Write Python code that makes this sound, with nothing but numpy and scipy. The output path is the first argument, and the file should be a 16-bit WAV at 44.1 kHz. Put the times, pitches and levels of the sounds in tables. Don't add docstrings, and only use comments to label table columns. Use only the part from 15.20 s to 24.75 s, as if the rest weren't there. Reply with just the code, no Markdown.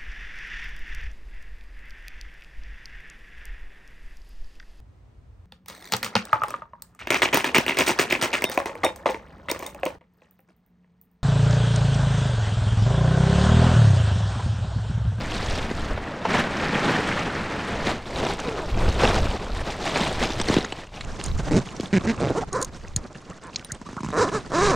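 import sys
import numpy as np
from scipy import signal
from scipy.fft import rfft, irfft, next_fast_len
from scipy.io import wavfile
from scipy.ndimage import map_coordinates

SR = 44100
rng = np.random.default_rng(int(sys.argv[2]) if len(sys.argv) > 2 else 0)


def log_audio(samples):
    frames = np.atleast_2d(samples).T
    limited = np.clip(frames, -1, 1)
    pcm = np.round(limited * 32767).astype(np.int16)
    wavfile.write(sys.argv[1], SR, pcm)


N = 421155


def amp(db):
    return 10 ** (np.asarray(db) / 20)


def unit(x):
    return x / np.sqrt(np.mean(x ** 2) + 1e-20)


def peaked(x):
    return x / (np.abs(x).max() + 1e-20)


def curves(rows, outside=None):
    s, *columns = np.transpose(rows)
    t = np.arange(N) / SR
    return [np.interp(t, s, column, outside, outside) for column in columns]


def wobble(rate, size=N):
    knots = rng.standard_normal(int(size * rate / SR) + 4)
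    return map_coordinates(knots, [np.arange(size) * rate / SR])


def filtered(x, response):
    n = x.shape[-1]
    m = next_fast_len(n + SR // 8)
    return irfft(rfft(x, m) * response(np.fft.rfftfreq(m, 1 / SR)), m)[..., :n]


def colour(points, hz):
    f, db = np.transpose(points)
    return amp(np.interp(np.log(hz + 1), np.log(f + 1), db))


def ring(x, modes):
    def response(f):
        total = 0
        for k, (centre, width, db) in enumerate(modes):
            damping = 1j * f * width
            total = total + (-1) ** k * amp(db) * damping / (centre * centre - f * f + damping)
        return total
    return filtered(x, response)


def soften(x, edge_hz, order=2):
    return signal.sosfilt(signal.butter(order, min(edge_hz, SR / 2 - 1), fs=SR, output="sos"), x)


def add(track, s, x):
    part = track[max(round(s * SR), 0):][:len(x)]
    part += x[:len(part)]


def burst(t60):
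    t = np.arange(SR // 8) / SR
    return rng.standard_normal(len(t)) * amp(-60 * t / t60)


def swells(rows, attack_s, release_s):
    t = np.arange(0, N, 64) / SR
    start, hold, *levels = np.transpose(rows)[:, :, None]
    before = np.maximum(start - t, 0) / attack_s
    after = np.maximum(t - start - hold, 0) / release_s
    fade_db = -20 * (before + after)
    totals = [10 * np.log10(np.sum(amp(db + fade_db) ** 2, axis=0) + 1e-12) for db in levels]
    return curves(np.transpose([t] + totals))


def grains(rate, cycles, spread_db, glide):
    when, pitch, size, life = rng.random((int(rate * N / SR), 4)).T[:, :, None]
    hz = np.geomspace(150, 14000, 1024)[(pitch * 1023).astype(int)]
    k = np.arange(SR // 100)
    age = k * hz / SR / (cycles * (.5 + life))
    strength = amp(spread_db * np.minimum(-np.log(1 - size), 4)) * hz
    tone = np.sin(2 * np.pi * hz * k / SR * (1 + glide * np.minimum(age, 2)))
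    waves = strength * np.exp(-age) * (1 - k / len(k)) * tone
    return unit(np.bincount(((when * N).astype(int) + k).ravel(), waves.ravel())[:N])


def texture(levels_db, spectrum, grain, share, split_hz, flutter_db):
    share = np.clip(share, 0, 1)
    source = np.sqrt(share) * grain + np.sqrt(1 - share) * rng.standard_normal(N)

    def low(hz):
        return 1 / (1 + (hz / split_hz) ** 4)
    body = unit(filtered(source, lambda hz: colour(spectrum, hz) * low(hz)))
    top = unit(filtered(source, lambda hz: colour(spectrum, hz) * (1 - low(hz))))
    shared = wobble(45)
    out = np.zeros(N)
    for part, db in zip((body, top), levels_db):
        out = out + part * amp(db + flutter_db * (shared + wobble(70)))
    return out


# frequency in Hz, relative density in dB per Hz.
BUFFET_SPECTRUM = [(15, 2.5), (38, 3), (100, -2), (220, -21), (480, -62.5)]
# time in seconds, level in dB before flutter.
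BREEZE_LEVELS = [(1, -48.5), (3.0, -36), (5.6, -41), (7.3, -53.5), (8.3, -56), (9.3, -47)]
# start in seconds, hold in seconds, level in dB before flutter.
WIND_GUSTS = [(0.05, 0.68, -29), (3.52, 0.58, -23), (4.33, 0.095, -28), (4.74, 0.65, -34),
              (5.82, 0.11, -36.5), (6.06, 0.26, -27), (6.8, 1.0, -42.5), (9.42, 0.13, -30.5)]
GUST_ATTACK_S, GUST_RELEASE_S = 0.062, 0.16


def wind():
    ports = unit(filtered(rng.standard_normal((2, N)), lambda hz: colour(BUFFET_SPECTRUM, hz)))
    breeze = amp(curves(BREEZE_LEVELS)[0])
    gusts = amp(swells(WIND_GUSTS, GUST_ATTACK_S, GUST_RELEASE_S)[0])
    strength = np.hypot(breeze, gusts)
    mid, side = ports * strength * amp(2.1 * wobble(15))
    return mid + np.array([side, -side]) * amp(-9.0)


# frequency in Hz, relative density in dB per Hz.
WASH_SPECTRUM = [(60, -10.5), (180, 0.5), (350, -4.5), (1100, -6.5), (1800, -5.5), (2800, -12.5),
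                 (3800, -16.5), (8500, -31.5), (11000, -47), (15500, -55)]
# start in seconds, hold in seconds, slosh (low band) and spray (high band) in dB before flutter.
HULL_WAVES = [(0, 2.75, -34, -40.5), (1.125, 0.08, -23.5, -27.5), (1.1, 1.61, -34, -36),
              (1.41, 0.027, -27.5, -31), (1.55, 0.26, -27, -30), (1.65, 0.065, -27.5, -28.5),
              (1.87, 0.14, -31, -31.5)]
WAVE_ATTACK_S, WAVE_RELEASE_S = 0.084, .12


def water():
    bubbles = grains(rate=600, cycles=5, spread_db=3, glide=0.08)
    levels_db = swells(HULL_WAVES, WAVE_ATTACK_S, WAVE_RELEASE_S)
    return texture(levels_db, WASH_SPECTRUM, bubbles, share=0.17, split_hz=974, flutter_db=1.0)


# time in seconds, looseness from 0 to 1.
LOOSENESS = [(.3, 0.63), (2.7, 0.32), (3.4, 0.11), (4.15, 0.17), (4.65, 0.37), (5.4, 0.37)]
# frequency in Hz, relative density in dB per Hz.
RAKE_SPECTRUM = [(60, -29), (130, -4.5), (700, -7), (1600, -15.5), (3800, -19), (8500, -33), (11000, -47.5),
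                 (15500, -56)]
# start in seconds, hold in seconds, shove level in dB before flutter.
ICE_SCOOPS = [(0, 0.663, -45), (.11, 0.27, -40.5), (2.48, 0.1, -40), (2.665, 0.052, -28),
              (2.975, 0.13, -28), (3.21, 0.16, -34.5), (3.59, 0.11, -30.5), (3.81, 0.15, -21),
              (4.03, 0.098, -32.5), (4.48, 0.0081, -32), (4.66, 0.036, -31), (4.77, 0.099, -26.5),
              (5.02, 0.013, -26.5), (5.19, 0.024, -38), (5.29, 0.076, -29), (5.755, 0.027, -43)]
# start in seconds, hold in seconds, level in dB before flutter.
ICE_SETTLING = [(2.877, 2.544, -35.5), (5.447, 0.18, -41)]
SCOOP_ATTACK_S, SCOOP_RELEASE_S = 0.077, 0.1
CRUNCH_DB, LOOSE_CRUNCH_DB = -12, 23.5


def raked_ice():
    clicks = grains(rate=800, cycles=3.3, spread_db=3.0, glide=0)
    loose, = curves(LOOSENESS)
    shove_db, = swells(ICE_SCOOPS + ICE_SETTLING, SCOOP_ATTACK_S, SCOOP_RELEASE_S)
    crunch_db = shove_db + CRUNCH_DB + LOOSE_CRUNCH_DB * loose
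    return texture((shove_db, crunch_db), RAKE_SPECTRUM, clicks, share=.35, split_hz=1560, flutter_db=1.6)


KNOCK_SAG, KNOCK_CYCLES = 0.96, 1.64


def knock(hz):
    cycles = np.arange(SR // 8) / SR * hz * np.exp(0.12 * rng.standard_normal())
    age = cycles / KNOCK_CYCLES
    phase = cycles * (1 - KNOCK_SAG) + KNOCK_SAG * 2 * KNOCK_CYCLES * (1 - np.exp(-age / 2))
    return peaked(age * np.exp(-age) * np.sin(2 * np.pi * phase))


# time in seconds, crack peak in dB, knock in dB relative to the crack.
CUBE_LANDINGS = [(0.512, -25.5, 8), (2.6695, -13, -6), (3.066, -17, -9), (5.1026, -20.5, -1),
                 (5.199, -15, -3), (5.2134, -13, -18), (5.2853, -15, -2), (5.298, -21, 10.5),
                 (5.34, -10, -8), (5.3655, -15.5, 8.5), (5.384, -25, 11.5), (5.4471, -16.5, -9),
                 (5.523, -17.5, -9), (5.808, -22, -27), (6.598, -27.5, 11)]


def cubes():
    out = np.zeros(N)
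    for s, db, knock_db in CUBE_LANDINGS:
        pitches = np.array([1100, 2250, 3370, 4680, 7920]) * np.exp(0.14 * rng.standard_normal(5))
        crack = soften(ring(burst(0.022), [(hz, 300, 0) for hz in pitches]), 5500, order=3)
        add(out, s, amp(db) * (peaked(crack) + amp(knock_db) * knock(587)))
    return out


# time in seconds, peak in dB.
HULL_SLAPS = [(.776, -18), (1.052, -12.5)]


def slaps():
    out = np.zeros(N)
    for s, db in HULL_SLAPS:
        smack = soften(ring(burst(0.069), [(660, 340, 0)]), 3300)
        add(out, s, amp(db) * peaked(smack))
    return out


WANDER_OCTAVES, WANDER_PER_S = .045, 80
STROKE_PAD = SR // 20


def slip_train(rate, jitter, size_db):
    rate = rate * 2 ** (WANDER_OCTAVES * wobble(WANDER_PER_S, size=len(rate)))
    at = np.flatnonzero(np.diff(np.floor(np.cumsum(rate) / SR + .5)))
    slip, size = rng.standard_normal((len(at), 2)).T
    when = np.clip(at + jitter * slip * SR / rate[at], 0, len(rate)).astype(int)
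    return np.bincount(when, amp((size_db + 3.5 * jitter) * size), len(rate) + STROKE_PAD)


# frequency in Hz, width in Hz, relative gain in dB.
BAG_MODES = [(113, 53, -2.5), (164, 106, -4.5)]
SLIDER_MODES = [(971, 150, 10.6), (1390, 280, 0.68), (1696, 180, 3.4)]
TEETH_MODES = [(2070, 650, 3), (3910, 250, 0.5), (6250, 4300, -2.5)]


def stroke(slips, rate, jitter, panel_hz, thump_gain, panel_db, slider_db, rasp_db):
    decay = amp(-60 * np.arange(SR // 50) / SR / .013)
    scrape = signal.fftconvolve(slips, decay)[:len(slips)]
    scrape *= rng.standard_normal(len(slips))
    push = slips + (0.023 + 0.51 * abs(jitter)) * scrape
    panel = soften(ring(push, [(panel_hz, 0.79 * panel_hz, 0)]), 2.19 * panel_hz, order=3)
    thump = soften(ring(scrape, BAG_MODES), 380)
    modes = [(hz * np.exp(.03 * rng.standard_normal()), width, db) for hz, width, db in SLIDER_MODES]
    slider = soften(ring(slips + .06 * scrape, modes), 2420, order=4)
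    rasp = soften(ring(slips + 0.15 * scrape, TEETH_MODES), 14 * rate * (1 + 12 * abs(jitter)))
    rasp = soften(rasp, 9160, order=5)
    sound = amp(panel_db) * (unit(panel) + thump_gain * unit(thump))
    sound += amp(slider_db) * unit(slider) + amp(rasp_db) * unit(rasp)
    return np.sqrt(1 - STROKE_PAD / len(slips)) * sound


# time in seconds, nominal slips per second, panel level in dB.
QUICK_PULLS = [(-9, -21, [(3.25, 520, -34), (3.46, 285, -33)]), (-10.5, -17, [(7.149, 256, -27),
               (7.185, 490, -22.5), (7.205, 410, -34)]), (-1, -14, [(7.322, 410, -39), (7.338, 330, -27),
               (7.362, 580, -26), (7.395, 246, -28.5), (7.428, 550, -30), (7.445, 490, -43)]),
               (4, -7, [(8.226, 234, -51), (8.305, 140, -45.5)]), (-2.5, -12, [(8.925, 144, -26),
               (8.965, 171, -21.5), (8.985, 500, -21.5), (9.0, 400, -20.5), (9.025, 555, -20),
               (9.04, 405, -21.5), (9.062, 244, -28), (9.1, 480, -30)]), (-3, -10.5, [(9.115, 300, -31),
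               (9.145, 450, -25.5), (9.175, 405, -27), (9.195, 310, -37)]),
               (-3.5, -8.5, [(9.315, 130, -26.5), (9.35, 316, -22.5), (9.378, 350, -22.5),
               (9.465, 432, -19.5), (9.49, 360, -20.5), (9.508, 366, -18.5), (9.525, 263, -22),
               (9.55, 210, -20.5)])]
PULL_JITTER, RUN_PANEL_HZ = .017, 500
PULL_THUMP_DB, RASP_DB_PER_OCTAVE = -10.5, 4


def pulls():
    out = np.zeros(N)
    for slider_db, rasp_db, points in QUICK_PULLS:
        s, rates, levels = np.transpose(points)
        t = np.arange(s[0] * SR, s[-1] * SR + STROKE_PAD) / SR
        rate, db = np.interp(t, s, rates), np.interp(t, s, levels)
        slips = slip_train(rate[:-STROKE_PAD], PULL_JITTER, size_db=1)
        rasp = db + rasp_db + RASP_DB_PER_OCTAVE * np.log2(rate / rate.mean())
        thump = amp(PULL_THUMP_DB)
        add(out, s[0], stroke(slips, rate.mean(), PULL_JITTER, RUN_PANEL_HZ, thump, db, db + slider_db, rasp))
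    return out


# frequency in Hz, relative density in dB per Hz.
RUSTLE_SPECTRUM = [(70, -9.5), (150, -3), (300, -9), (1000, -16), (6500, -20), (9000, -29), (11500, -48),
                   (15500, -57)]
# start in seconds, hold in seconds, rub (low band) and rustle (high band) in dB before flutter.
PALM_PRESSES = [(5.75, 4.5, -45.5, -54.5), (5.88, 0.8, -39, -47.5), (6.27, 0.11, -30.5, -42.5),
                (6.8, 0.42, -34.5, -50.5), (7.78, 0.058, -42, -78), (8.01, 0.11, -49, -80),
                (8.92, 0.72, -37.5, -49.5)]
PRESS_ATTACK_S, PRESS_RELEASE_S = 0.062, 0.093


def cover():
    levels_db = swells(PALM_PRESSES, PRESS_ATTACK_S, PRESS_RELEASE_S)

    def patch():
        crackle = filtered(grains(rate=900, cycles=5, spread_db=5, glide=0), lambda hz: hz > 1000)
        return texture(levels_db, RUSTLE_SPECTRUM, crackle, share=0.39, split_hz=1410, flutter_db=2.5)
    return patch() + patch() * amp(-15.5) * np.array([[1], [-1]])


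# time in seconds, peak in dB before panning.
COVER_SNAPS = [(6.013, -20), (6.608, -23), (6.659, -29), (6.81, -27), (8.395, -27.5), (9.229, -42)]


def snaps():
    out = np.zeros(N)
    for s, db in COVER_SNAPS:
        tick = soften(ring(burst(0.0086), [(2600, 1500, 0)]), 5800)
        add(out, s, amp(db) * peaked(tick))
    return out


# frequency in Hz, width in Hz, mean relative gain in dB.
METAL_MODES = [(4400, 600, -0.5), (5250, 700, -2), (6720, 430, 10.5), (9200, 165, 6)]
# time in seconds, clink peak in dB before panning, thud in dB relative
# to the clink, treble edge in Hz (low when a finger damps the tab).
TAB_CLINKS = [(6.039, -20.5, -31, 14000), (6.061, -21, -19, 14000), (7.329, -19, -35, 11000),
              (7.415, -20, -30, 14000), (7.426, -13.5, -38, 14000), (7.4466, -19, -37, 14000),
              (7.7623, -8.5, -12, 13900), (8.359, -13.5, -44, 5700), (8.519, -15.5, -13.5, 14000)]
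# time in seconds, peak in dB before panning.
FREE_TAB_RINGS = [(8.447, -24.5)]


def pull_tab():
    out = np.zeros(N)
    for s, db, thud_db, edge_hz in TAB_CLINKS:
        modes = [(hz, width, level + 1.0 * rng.standard_normal()) for hz, width, level in METAL_MODES]
        clink = soften(ring(burst(0.018), modes), edge_hz, order=8)
        add(out, s, amp(db) * (peaked(clink) + amp(thud_db) * knock(232)))
    for s, db in FREE_TAB_RINGS:
        free = ring(burst(0.0026), [(3980, 55, 3), (9240, 53, -11)])
        add(out, s, amp(db) * peaked(free))
    return out


# start in seconds, length in seconds,
# nominal slips per second, glide in octaves, jitter as a share of the slip period,
# panel resonance in Hz, panel level in dB, rasp level in dB.
PALM_JUDDERS = [(6.306, 0.092, 179, -0.046, 0.13, 244, -18.5, -36),
                (6.726, 0.058, 198, -0.083, 0.0038, 198, -16, -29),
                (6.836, 0.025, 210, -0.11, 0.082, 260, -28.5, -41.5),
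                (6.867, 0.054, 232, 0.1, 0.0029, 200, -20, -31.5),
                (7, .08, 140, 0.083, 0.077, 448, -24.5, -38),
                (7.095, 0.027, 150, -0.27, 0.043, 380, -22, -43)]
JUDDER_ARCH, JUDDER_SLIDER_DB = .26, -40
STROKE_THUMP = 2.6
STROKE_SWELL = 0.19


def judders():
    out = np.zeros(N)
    for s, length, rate, glide, jitter, panel_hz, db, rasp_db in PALM_JUDDERS:
        u = np.linspace(0, 1, int(length * SR))
        octaves = glide * (u - .5) - JUDDER_ARCH * (2 * u - 1) ** 2
        slips = slip_train(rate * 2 ** octaves, jitter, size_db=1.5)
        force = np.pad(np.abs(np.sin(np.pi * u)) ** STROKE_SWELL, (0, STROKE_PAD))
        thump = STROKE_THUMP * np.sqrt(abs(jitter))
        add(out, s, stroke(slips * force, rate, jitter, panel_hz, thump, db, JUDDER_SLIDER_DB, rasp_db))
    return out


# time in seconds, relative level in dB.
TOOTH_TOCKS = [(6.632, -20), (8.614, -25), (8.689, -25.5), (8.729, -25.5), (8.766, -21), (8.805, -20.5),
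               (8.832, -18.5), (8.845, -17.5), (8.862, -19.5), (8.886, -18), (8.903, -21.5)]


def creep():
    out = np.zeros(N)
    for s, db in TOOTH_TOCKS:
        panel = knock(400)
        slider = peaked(soften(ring(burst(0.01), SLIDER_MODES), 1600, order=4))
        rasp = peaked(soften(ring(burst(0.042), TEETH_MODES), 7600, order=4))
        add(out, s, amp(db - 6.0) * (panel + .9 * slider + 0.43 * rasp))
    return out


# time in seconds, base pitch in Hz, peak in dB before panning.
FINGER_SQUEAKS = [(7.213, 690, -24.5), (8.102, 1066, -41), (8.491, 1490, -35), (8.651, 1026, -36),
                  (8.766, 1050, -28.5)]
SQUEAK_S, SQUEAK_RISE, SQUEAK_WAVER = 0.035, .14, 0.117


def squeaks():
    out = np.zeros(N)
    u = np.linspace(0, 1, int(SR * SQUEAK_S))
    for s, hz, db in FINGER_SQUEAKS:
        pitch = hz * (1 + SQUEAK_RISE * u + SQUEAK_WAVER * wobble(300, size=len(u)))
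        tone = np.sin(2 * np.pi * np.cumsum(pitch) / SR)
        add(out, s, amp(db) * np.sin(np.pi * u) ** 2 * tone)
    return out


def scene():
    surroundings = wind() + water() + slaps() + raked_ice() + cubes()
    bag = pulls() + cover() + snaps() + pull_tab() + judders() + creep() + squeaks()
    return surroundings + bag * amp([[-.8], [.7]])


def record(dry):
    mid = dry.mean(axis=0)
    width = curves([(5.77, 0.003), (5.82, 1)])[0]
    return filtered(mid + width * (dry - mid), lambda hz: hz < 15700)


dry = scene()
out = record(dry)
log_audio(out)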